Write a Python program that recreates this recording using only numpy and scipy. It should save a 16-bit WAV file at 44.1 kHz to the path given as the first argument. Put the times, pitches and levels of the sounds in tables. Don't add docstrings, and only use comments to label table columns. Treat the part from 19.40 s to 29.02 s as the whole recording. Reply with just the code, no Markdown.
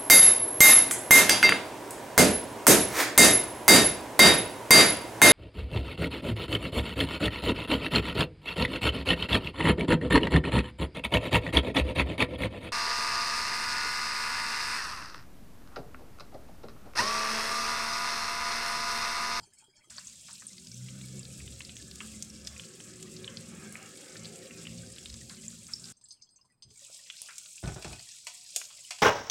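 import sys
import numpy as np
from scipy import signal
from scipy.fft import rfft, irfft
from scipy.io import wavfile
from scipy.ndimage import uniform_filter1d, map_coordinates

SR = 44100
rng = np.random.default_rng(int(sys.argv[2]) if len(sys.argv) > 2 else 0)


def dump(signal):
    limited = np.clip(np.atleast_2d(signal).T, -1, 1)
    pcm = np.round(limited * 32767).astype(np.int16)
    wavfile.write(sys.argv[1], SR, pcm)


N = 424237
TIME = np.arange(N) / SR

STILL_COLOUR = [(25, 4.5), (60, 2), (120, 10.5), (250, 2.5), (500, -8), (1000, -9), (3000, -24),
                (15000, -30)]
# (time [s], level before trim [dB])
LID_LEAK = [(0, -60.5), (.12, -66), (.21, -62.5), (.33, -69.5), (.42, -65.5), (.5, -66.5), (6.52, -76),
            (6.62, -74), (6.74, -65), (6.8, -82), (6.92, -71.5), (7.05, -73), (7.19, -87), (7.297, -61),
            (7.31, -56)]
HELD_LID_COLOUR = [(300, -9), (600, -19), (900, -0.5), (1100, -20), (1550, -10), (2020, -31), (2310, -7),
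                   (2750, -19), (3260, -1.5), (3560, -30), (3910, -9), (4100, -25), (4370, 0), (4700, -12),
                   (5030, -1), (5500, -6), (5720, -20), (6290, 0), (6650, -8), (7420, -1), (7870, -2.5),
                   (8200, -5), (8730, -1), (8950, -9), (9240, -6), (11000, -22), (16000, -33)]
SEATED_LID_COLOUR = [(600, -29), (1000, -8), (1600, -42), (2400, -26), (3500, -16), (3880, -19), (4350, -6),
                     (4700, -10), (5050, -0.5), (5650, -30), (6000, -13), (6300, -2), (6850, -26),
                     (7300, -15), (7950, -7), (8250, -11), (8530, 3), (8950, -11), (9850, -10),
                     (10450, -30), (11800, -23), (16000, -45)]
# (time [s], peak [dB], pitch [Hz], breadth [frequency ratio])
LID_TICKS = [(0.135, -48, 10900, 1.35), (.1853, -46, 9900, 1.9), (0.366, -51, 6250, 1.34),
             (6.567, -53.5, 7200, 1.2), (6.612, -53, 5450, 4.4), (6.638, -46.5, 7550, 0.9),
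             (6.655, -47, 4400, 1.45), (6.686, -45, 7850, 1.6), (6.706, -38, 5330, 1.33),
             (6.722, -44, 7500, 1.7), (6.742, -55, 7450, 2.1), (6.814, -56, 4820, 1.3),
             (6.821, -42, 5680, 1.25), (6.843, -59, 7200, 0.92), (6.8895, -54, 5400, 1.3),
             (6.908, -59, 8500, 1.4), (6.959, -50, 6700, 1.15), (7.011, -55, 5270, 0.81),
             (7.05, -59, 7000, 2.5), (7.12, -63, 8600, 1.2), (7.2228, -41, 3830, 2),
             (7.3041, -48.5, 6290, 1.24)]
# (frequency [Hz], level before trim [dB], time to fall 60 dB [s])
LID_MODES = [(3300, -16.5, 0.082), (4400, -5, 0.079), (4970, -2, 0.07), (5300, -3, 0.037),
             (6120, -10, 0.035), (6280, -7, 0.07), (7460, -2, 0.053), (7700, -1, 0.067), (8160, -3, 0.087),
             (8450, -1, 0.081), (8480, -2, 0.062), (9400, -9, 0.06)]
BLUBBER_COLOUR = [(250, -18.5), (400, -21), (580, 8), (800, -18), (1080, 2), (1350, -3), (1600, 1),
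                  (2400, 6), (3500, -2)]
# (time [s], peak of the boom [dB], peak of the knock [dB], time for the boom to fall 60 dB [s])
LID_BUMPS = [(0, -53, -55, 0.16), (7.25, -57, -81, 0.25), (7.275, -58, -77, 0.27), (8.229, -48, -40, 0.23),
             (8.238, -29.5, -34, 0.29), (8.273, -31, -35, 0.12), (8.289, -42, -35.5, 0.12),
             (8.318, -36, -42, 0.16), (8.361, -36, -37, 0.29), (8.446, -43, -34.5, 0.17),
             (8.466, -41, -44, 0.33), (8.512, -42.5, -44, 0.26)]
THUD_COLOUR = [(18, -40), (33, -23), (57, 1), (75, -2), (100, 0.5), (132, 3), (175, -2.5), (250, -11),
               (389, -10), (520, -20.5), (721, -11), (1000, -21.5), (1700, -23.5), (3000, -30.5),
               (3900, -29), (6600, -120)]
# (frequency [Hz], level before trim [dB], time to fall 60 dB [s])
STOVE_MODES = [(613, -2, .25), (670, 2, 0.12), (723, -4, 0.69), (845, 2, 0.19), (1060, -12, .25),
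               (1290, 5, 0.23), (1493, 12, 0.18), (1760, 3.5, 0.28), (1800, 5, .12), (2180, -7, .15),
               (2527, 8, 0.14), (3500, -7, .1)]
# (time [s], peak [dB], pitch [Hz])
SOFT_PLOPS = [(.07, -61, 398), (.2, -71, 1580), (0.221, -60, 890), (.28, -61.5, 390), (.368, -70, 1760),
              (.39, -69, 1480), (.44, -65, 1240), (.472, -61, 380), (6.87, -68, 3300), (6.985, -68, 2790),
              (6.99, -68, 1080), (7.045, -65, 995), (7.1, -67, 1950), (7.31, -63, 427), (7.325, -83, 950),
              (7.495, -56, 583), (7.625, -73, 570), (7.815, -57, 594), (7.875, -68, 887)]
# (time [s], fine fizz before trim [dB], coarse crackle before trim [dB])
FRYING_VIGOUR = [(.5, -54.5, -57), (1.5, -55.5, -59), (2.4, -54.5, -58.5), (2.68, -52.5, -56.5),
                 (2.9, -56.5, -59), (4.4, -55.5, -58.5), (5.8, -55, -57), (6.3, -54.5, -59.5),
                 (7.3, -53, -64), (7.45, -56.5, -59.5), (7.8, -55.5, -53.5), (8.1, -53.5, -60),
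                 (8.45, -55, -56), (9.6, -54.5, -55)]
SIZZLE_COLOUR = [(50, -34), (110, -12), (300, -32), (700, -30), (1200, -37), (1800, -23.5), (2500, -2.5),
                 (3500, -1), (5000, 2), (6500, 4), (7700, 8.5), (8700, 4), (10000, -4), (12000, -11),
                 (14000, -18.5), (16000, -19.5)]
# (time [s], deep part before trim [dB], droning part before trim [dB])
RUMBLE_LEVELS = [(0.5, -68, -62), (0.73, -72, -65.5), (1.57, -70, -49), (2.05, -49, -55), (2.19, -53, -57),
                 (2.59, -59, -52), (3.17, -57.5, -55.5), (3.29, -79, -52.5), (4.18, -67, -47),
                 (4.63, -97, -61), (4.89, -64, -51), (5.01, -82, -55), (5.41, -51, -49), (5.58, -61, -56),
                 (5.75, -46, -59), (5.96, -70, -51.5), (6.4, -66, -58), (6.5, -80.5, -55)]
RUMBLE_COLOUR = [(21, -48), (35, -28), (55, -11.5), (72, -2.5), (92, -8), (118, 1), (145, -7), (175, 2.5),
                 (200, 0.5), (231, 2), (255, -1), (279, -23), (300, -11), (390, -34.5), (660, -60)]
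# (time [s], firing rate before roughness [firings per s], level before trim [dB])
ENGINE_COURSE = [(1.0, 49.5, -80), (1.27, 54, -54.5), (1.37, 62, -53), (1.6, 64.2, -44), (1.95, 66, -46.5),
                 (2.25, 69.7, -51), (2.65, 72, -48), (3.19, 71, -53), (3.25, 51, -52), (3.55, 51.5, -50),
                 (3.8, 53, -41), (3.9, 55.4, -49.5), (4.1, 55, -48.5), (4.35, 54.3, -51.5),
                 (4.66, 52.7, -60), (4.81, 54.4, -44), (5.08, 55, -59), (5.33, 55.6, -45),
                 (5.56, 59.5, -59), (5.64, 73, -65), (5.78, 76, -49.5), (5.88, 52.6, -64), (6.0, 53, -48.5),
                 (6.15, 56.5, -52), (6.3, 55.5, -70), (6.5, 57.5, -57)]
EXHAUST_HARMONICS = [-2.5, 0, 0, -4.5, -25.5, -29, -6.5]
# (centre [Hz], half width [Hz], level [dB])
HOUSE_RESONANCES = [(72.8, 7.4, -4.5), (123.8, 11.7, 0.5), (178, 16.7, -1), (222.4, 14, -4),
                    (369.5, 11.6, -2.5)]
# (time [s], dull roar before trim and flutter [dB], bright rush before flutter [dB])
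TYRE_LEVELS = [(.5, -88, -88), (1.0, -75, -78), (1.25, -68, -83), (1.55, -62, -64), (1.8, -56.5, -67.5),
               (2.2, -57, -67), (2.9, -59, -65.5), (3.3, -56.5, -61), (3.75, -54.5, -64), (4.3, -53.5, -54),
               (4.75, -51.5, -56), (5.1, -51.5, -59), (5.4, -51, -64), (5.8, -58, -67), (6.15, -63.5, -71),
               (6.35, -70, -74), (6.5, -62, -61)]
ROAD_COLOUR = [(40, -52.5), (200, -20.5), (280, -7.5), (310, -3.5), (335, -7), (370, 1.5), (410, -1.5),
               (445, -7.5), (500, -4), (555, -2.5), (620, -10.5), (720, -8), (850, -19), (1300, -41),
               (5000, -58.5)]
RUSH_COLOUR = [(250, -15), (450, 6.5), (620, 5.5), (750, 8.5), (860, 2), (980, -3.5), (1122, 4), (1190, -5),
               (1264, 6.5), (1450, 0), (1630, 6.5), (1900, -0.5), (2250, 3.5), (3000, -2.5), (5000, -27)]
# (time [s], peak [dB], pitch [Hz], time for the noise to fall 60 dB [s])
NOISE_SPURTS = [(0.506, -51, 1660, 0.74), (0.582, -37, 1560, 0.062), (.885, -47.5, 1290, 0.15),
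                (1.021, -45, 1660, 0.062), (2.205, -59, 1430, 0.071), (2.604, -42.5, 1570, 0.16),
                (3.876, -48.5, 1715, 0.86), (4.755, -41, 2000, 0.048), (5.897, -46.5, 1650, 0.2),
                (6.285, -47.5, 1690, 0.21), (7.498, -59.5, 784, 0.17), (7.813, -59.5, 735, 0.67),
                (7.887, -39.5, 1860, 0.17), (9.301, -51, 1360, 0.21)]
# (time before delay [s], peak before trim [dB], pitch [Hz], length of the ring [cycles])
SINGLE_POPS = [(0.566, -34.5, 6160, 18), (0.581, -29, 4620, 23), (0.67, -33, 6740, 22),
               (0.8838, -45, 2610, 16), (0.9292, -34, 8400, 31), (0.954, -36, 4960, 11),
               (1.067, -28.5, 8700, 30), (1.315, -36, 5640, 23), (1.342, -38, 6030, 39),
               (1.4848, -39.5, 3020, 10), (1.793, -31, 7810, 16), (1.852, -34.5, 4540, 8.1),
               (2.0007, -42, 2302, 16), (2.2052, -31.5, 2760, 8.3), (2.2486, -35, 5000, 14),
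               (2.367, -35.5, 6540, 23), (2.512, -34.5, 4534, 7.5), (2.5563, -29, 8050, 6.3),
               (2.604, -28, 2780, 15), (2.8237, -19.5, 7165, 8.3), (2.9006, -37.5, 5700, 22.3),
               (3.0718, -22.5, 5420, 7.2), (3.2353, -40.5, 3080, 8.1), (3.1626, -41.5, 2410, 18),
               (3.196, -30, 3180, 8), (3.4017, -37, 3146, 4.6), (3.6265, -28, 6900, 6.4),
               (3.877, -29, 3100, 15), (3.9705, -26, 4600, 8.4), (4.3235, -30, 9000, 10),
               (4.354, -30.5, 2280, 8.9), (4.8545, -30.5, 4500, 8.8), (5.108, -38.5, 2630, 10.6),
               (5.252, -38, 2690, 16), (5.2688, -30.5, 3080, 8.6), (5.5614, -36, 4910, 7.8),
               (5.6573, -29.5, 3830, 8.5), (5.7409, -31.5, 5950, 5), (5.896, -32, 4696, 12),
               (5.968, -41, 4493, 5), (6.08, -27.5, 7250, 40), (6.335, -21.5, 5240, 28),
               (6.441, -34, 4840, 22), (6.4545, -35, 5470, 11), (6.485, -39, 4200, 9.3),
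               (7.431, -44, 7000, 4.4), (7.442, -47, 3600, 24), (7.7, -26, 3030, 11),
               (7.817, -26, 9100, 11), (7.981, -24.5, 7500, 7.3), (8.179, -43, 2620, 19),
               (8.593, -38, 4670, 28), (9.2144, -30.5, 2530, 4.1), (9.447, -44, 3000, 26)]
# (time [s], peak [dB])
OIL_SPITS = [(3.0715, -26.5), (7.8178, -34), (9.162, -10)]
SPIT_COLOUR = [(180, -41), (300, -25.5), (500, -11.5), (700, -12), (1120, -30), (1280, -15), (2030, -16.5),
               (3400, -3.5), (3950, -13), (6960, 0.5), (13300, -18), (16000, -29)]
# (time [s], peak [dB])
LID_CLACKS = [(8.2385, -45), (8.276, -31.5), (8.292, -51), (8.364, -46), (8.4245, -33), (8.446, -31),
              (8.456, -41), (8.529, -34.5), (8.597, -41), (8.8694, -23.5), (9.5075, -24), (9.519, -31),
              (9.586, -35), (9.61, -44)]
CLACK_COLOUR = [(210, -66), (350, -34), (436, -20.5), (677, 2.5), (1400, -6), (2580, 6.5), (3110, 2),
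                (3420, 6.5), (3700, -5), (4130, 5), (6940, 1), (8000, 3.5), (15000, -29)]

OPEN_FROM_S, OPEN_UNTIL_S = 0.499, 6.523
LIFT_S, LIFT_TAKES_S = 7.292, 0.12
STILL_DB = -77.5
PLOP_T60_S, KITCHEN_T60_S = 0.067, 0.35
POP_DELAY_S = .0008
SMALL_POPS_PER_S, SMALL_POP_DB, SMALL_POP_SPREAD_DB = 9, -37, 2.5
SMALL_POP_LOW_HZ, SMALL_POP_HIGH_HZ, SMALL_POP_CYCLES = 3300, 8500, 8.5
CUTOFF_HZ = 15900


def amp(db):
    return np.exp(np.asarray(db) * (np.log(10) / 20))


def rms_one(x):
    return x / np.sqrt(np.mean(x ** 2) + 1e-20)


def peak_one(x):
    return x / np.abs(x).max()


def in_time(rows):
    times, *columns = np.transpose(rows)
    return [np.interp(TIME, times, column) for column in columns]


def cut(x, hz, kind, order=4):
    sos = signal.butter(order, np.minimum(hz, .45 * SR), kind, fs=SR, output="sos")
    return signal.sosfilt(sos, x + 1e-18)


def convolve(x, response):
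    return signal.oaconvolve(np.float32(x), np.float32(response))[:len(x)].astype(float)


def colour(x, spectrum, size=8192):
    hz, db = np.transpose(spectrum)
    grid = np.maximum(np.arange(size // 2 + 1) * SR / size, 1)
    gains = amp(np.interp(np.log(grid), np.log(hz), db))
    cepstrum = irfft(np.log(gains))
    cepstrum[1:size // 2] *= 2
    cepstrum[size // 2 + 1:] = 0
    response = irfft(np.exp(rfft(cepstrum)))
    return convolve(x, response / np.linalg.norm(response))


def drift(rate):
    knots = rng.standard_normal(4000)
    return rms_one(np.interp(TIME * rate, np.arange(len(knots)), knots))


def flicker(x, depth_db, width_hz, span_s, size=512):
    hz, s, cells = signal.stft(x, SR, nperseg=size)
    knots = rng.standard_normal((300, 600))
    places = np.meshgrid(hz / width_hz, s / span_s, indexing="ij")
    patches = map_coordinates(knots, places, order=1, mode="wrap")
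    return rms_one(signal.istft(cells * amp(depth_db * patches), SR, nperseg=size)[1][:N])


def ring(clicks, hz, t60):
    decay, turn = amp(-60 / (t60 * SR)), 2 * np.pi * hz / SR
    return signal.lfilter([0, np.sin(turn)], [1, -2 * decay * np.cos(turn), decay * decay], clicks + 1e-18)


def ring_modes(x, modes):
    return sum(amp(db) * ring(x, hz, t60) for hz, db, t60 in modes)


def dying_noise(t60, size=16384):
    tail = rng.standard_normal(size) * amp(-60 * TIME[:size] / t60)
    return tail / np.linalg.norm(tail)


def impulse(size=16384):
    return signal.unit_impulse(size)


def add(out, s, sound):
    i = max(round(s * SR), 0)
    out[i:i + len(sound)] += sound[:max(N - i, 0)]


def pan_walls(scatter_db, scatter_t60, near_s=0.00098, echo=0.11):
    path = impulse() + amp(scatter_db) * dying_noise(scatter_t60)
    for lag_s in near_s * np.array([1, 2]) * rng.uniform(.75, 1.25, 2):
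        path[int(lag_s * SR)] += echo
    return path


def burst(path, hz, cycles, reach=1.7):
    edge = max(reach, 1.1)
    ringing = ring(path, hz, max(cycles, 2) / hz)
    return cut(ringing, [hz / edge, hz * edge], "band", order=2)


def random_clicks(born, spread_db, cap):
    strength = amp(spread_db * np.minimum(rng.exponential(1, N), cap))
    return born * strength * rng.choice([-1, 1], N)


def grains(per_s, spread_db, cycles, low_hz, high_hz, scatter_db, scatter_t60, patchy_db, count, size=4096):
    out, dealt = 0, rng.integers(0, count, N)
    born = rng.random(N) < per_s * amp(3 * drift(22)) / SR
    clicks = random_clicks(born, spread_db, cap=4.5)
    for k, hz in enumerate(np.geomspace(low_hz, high_hz, count)):
        bubble = burst(pan_walls(scatter_db, scatter_t60)[:size], hz, cycles)
        spot = clicks * (dealt == k) * amp(patchy_db * drift(9))
        out = out + np.sqrt(hz) * rms_one(convolve(spot, bubble))
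    return rms_one(out)


def still_kitchen():
    return amp(STILL_DB) * rms_one(colour(rng.standard_normal(N), STILL_COLOUR))


def lid_leak(openness, trim_db=-1, per_s=350, hiss_db=-8, ring_db=-5):
    clicks = random_clicks(rng.random(N) < per_s / SR, spread_db=4.5, cap=4)
    bursts = rms_one(convolve(clicks, dying_noise(t60=0.14))) + amp(hiss_db) * rng.standard_normal(N)
    bursts = flicker(bursts, depth_db=8, width_hz=413, span_s=0.035)
    ringing = amp(ring_db) * rms_one(ring_modes(bursts, LID_MODES))
    seated = rms_one(colour(bursts + ringing, SEATED_LID_COLOUR))
    held = rms_one(colour(bursts, HELD_LID_COLOUR))
    leak = np.where(TIME < OPEN_UNTIL_S, held, seated)
    return (1 - openness) * amp(in_time(LID_LEAK)[0] + trim_db) * leak


def lid_ticks(tick_t60=0.077, ring_db=-9, echo_db=-12, echo_t60=0.31):
    out = np.zeros(N)
    for s, db, hz, breadth in LID_TICKS:
        echoes = dying_noise(tick_t60) + amp(echo_db) * dying_noise(echo_t60)
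        tick = rms_one(burst(echoes, hz, 1.7 / max(breadth - 1, .05), reach=breadth))
        ringing = sum(amp(4.6 * rng.standard_normal()) * ring_modes(tick, [mode]) for mode in LID_MODES)
        lid_colour = HELD_LID_COLOUR if s < OPEN_UNTIL_S else SEATED_LID_COLOUR
        tick = colour(tick + amp(ring_db) * rms_one(ringing), lid_colour)
        add(out, s, amp(db) * peak_one(tick))
    return out


def bubbling(openness, level_db=-68.0, lid_early_db=-10, lid_late_db=-20):
    blurts = grains(per_s=150, spread_db=3.0, cycles=76, low_hz=417.0, high_hz=3010,
                    scatter_db=9, scatter_t60=0.093, patchy_db=5.0, count=22)
    lid_gain = amp(np.where(TIME < OPEN_UNTIL_S, lid_early_db, lid_late_db))
    through = openness + (1 - openness) * lid_gain
    return amp(level_db) * through * rms_one(colour(blurts, BLUBBER_COLOUR))


def bumps(knock_hz=300, rattle_db=3, knock_share=0.93, ring_db=-58):
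    out = np.zeros(N)
    for s, boom_db, knock_db, t60 in LID_BUMPS:
        boom = colour(impulse() + amp(rattle_db) * dying_noise(t60), THUD_COLOUR)
        boom = cut(boom, knock_hz, "low", order=3)
        knock = colour(impulse() + amp(rattle_db + 5.5) * dying_noise(t60 * knock_share), THUD_COLOUR)
        knock = cut(knock, knock_hz, "high", order=3)
        add(out, s, amp(boom_db) * peak_one(boom) + amp(knock_db) * peak_one(knock))
    return out + amp(ring_db) * ring_modes(out, STOVE_MODES)


def plops():
    out = np.zeros(N)
    for s, db, hz in SOFT_PLOPS:
        plop = ring(dying_noise(PLOP_T60_S), hz, PLOP_T60_S)
        add(out, s, amp(db) * peak_one(plop))
    return out


def sizzle(fizz_trim_db=1.5, crackle_trim_db=1.5, hiss_db=-4):
    fine_db, coarse_db = in_time(FRYING_VIGOUR)
    bursts = grains(per_s=3000, spread_db=4.0, cycles=8.9, low_hz=1544, high_hz=15700,
                    scatter_db=4.5, scatter_t60=0.048, patchy_db=0.95, count=14)
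    frying = colour(bursts + amp(hiss_db) * rng.standard_normal(N), SIZZLE_COLOUR)
    fine = rms_one(cut(frying, 6000, "high", order=5))
    coarse = cut(frying, 6000, "low", order=5)
    coarse = flicker(coarse, depth_db=2.0, width_hz=348, span_s=0.07)
    return amp(fine_db + fizz_trim_db) * fine + amp(coarse_db + crackle_trim_db) * coarse


def house_gain(hz, between_db=-33):
    swells = sum(amp(db) * np.exp(-((hz - centre) / width) ** 2) for centre, width, db in HOUSE_RESONANCES)
    return amp(between_db) + swells


def exhaust(trim_db=-1, rough=0.01484, waver_db=3.0):
    firing, engine_db = in_time(ENGINE_COURSE)
    phase = 2 * np.pi * np.cumsum(firing * (1 + rough * drift(30))) / SR
    tones = 0
    for k, db in enumerate(EXHAUST_HARMONICS, 1):
        gain = amp(db + waver_db * drift(14)) * house_gain(k * firing)
        tones = tones + gain * np.sqrt(2) * np.sin(k * phase)
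    return amp(engine_db + trim_db) * tones


def engine_rumble(deep_trim_db=-3.0, drone_trim_db=-3.5, gust_db=0.5):
    rumble = amp(gust_db * drift(11)) * colour(rng.standard_normal(N), RUMBLE_COLOUR)
    deep, drone = rms_one(cut(rumble, 90, "low")), rms_one(cut(rumble, 90, "high"))
    deep_db, drone_db = in_time(RUMBLE_LEVELS)
    return amp(deep_db + deep_trim_db) * deep + amp(drone_db + drone_trim_db) * drone


def tyres(roar_trim_db=-3, flutter_db=1.63):
    road = convolve(rng.standard_normal(N), impulse() + amp(-6.5) * dying_noise(t60=0.2))
    road = flicker(road, depth_db=4.5, width_hz=100.9, span_s=0.11, size=2048)
    dull_db, bright_db = in_time(TYRE_LEVELS)
    roar = amp(dull_db + roar_trim_db + flutter_db * drift(17)) * rms_one(colour(road, ROAD_COLOUR))
    rush = amp(bright_db + flutter_db * drift(16)) * rms_one(colour(road, RUSH_COLOUR))
    return roar + rush


def motorbike():
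    return exhaust() + engine_rumble() + tyres()


def spurts():
    out = np.zeros(N)
    for s, db, hz, t60 in NOISE_SPURTS:
        spurt = burst(dying_noise(t60), hz, cycles=2, reach=1.47)
        add(out, s, amp(db) * peak_one(spurt))
    return out


def pop(hz, cycles, breadth=12, size=3072):
    path = pan_walls(scatter_db=1.5, scatter_t60=0.028)[:size]
    opening = ring(path, hz, 0.35 * cycles / hz)
    return peak_one(burst(opening, hz, cycles, reach=1 + breadth / cycles))


def pops(trim_db=0.5):
    out = np.zeros(N)
    for s, db, hz, cycles in SINGLE_POPS:
        add(out, s + POP_DELAY_S, amp(db + trim_db) * pop(hz, cycles))
    return out


def small_pops(count=120):
    out = np.zeros(N)
    times = np.cumsum(rng.gamma(2, .5, count)) / SMALL_POPS_PER_S
    levels_db = SMALL_POP_DB + SMALL_POP_SPREAD_DB * rng.standard_normal(count)
    pitches_hz = rng.uniform(SMALL_POP_LOW_HZ, SMALL_POP_HIGH_HZ, count)
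    for s, db, hz in zip(times, levels_db, pitches_hz):
        add(out, s, amp(db) * pop(hz, SMALL_POP_CYCLES))
    return out


def cracks(rows, spectrum, modes, rattle_db, rattle_t60, ring_db):
    out = np.zeros(N)
    for s, db in rows:
        ringing = sum(amp(ring_db + 2.4 * rng.standard_normal()) * ring_modes(impulse(), [mode])
                      for mode in modes)
        rattle = pan_walls(rattle_db, rattle_t60, near_s=0.00047, echo=0.24)
        add(out, s, amp(db) * peak_one(colour(rattle + ringing, spectrum)))
    return out


def oil_spits():
    return cracks(OIL_SPITS, SPIT_COLOUR, LID_MODES, rattle_db=-0.5, rattle_t60=0.05, ring_db=-39)


def lid_clacks():
    return cracks(LID_CLACKS, CLACK_COLOUR, STOVE_MODES, rattle_db=9.0, rattle_t60=0.058, ring_db=-50)


def scene():
    between_jumps = uniform_filter1d(1.0 * ((TIME > OPEN_FROM_S) & (TIME < OPEN_UNTIL_S)), size=200)
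    openness = between_jumps + np.clip((TIME - LIFT_S) / LIFT_TAKES_S, 0, 1)
    covered = lid_leak(openness) + lid_ticks()
    popping = pops() + spurts() + openness * small_pops()
    cracking = oil_spits() + lid_clacks()
    kitchen = convolve(amp(-12.0) * popping + amp(-6.0) * cracking, dying_noise(KITCHEN_T60_S))
    pan = covered + bubbling(openness) + plops() + openness * sizzle() + popping + cracking
    sound = still_kitchen() + pan + kitchen + bumps() + between_jumps * motorbike()
    return np.array([sound, sound])


def record(dry):
    return signal.sosfilt(signal.ellip(10, .1, 70, CUTOFF_HZ, fs=SR, output="sos"), dry)


dry = scene()
out = record(dry)
dump(out)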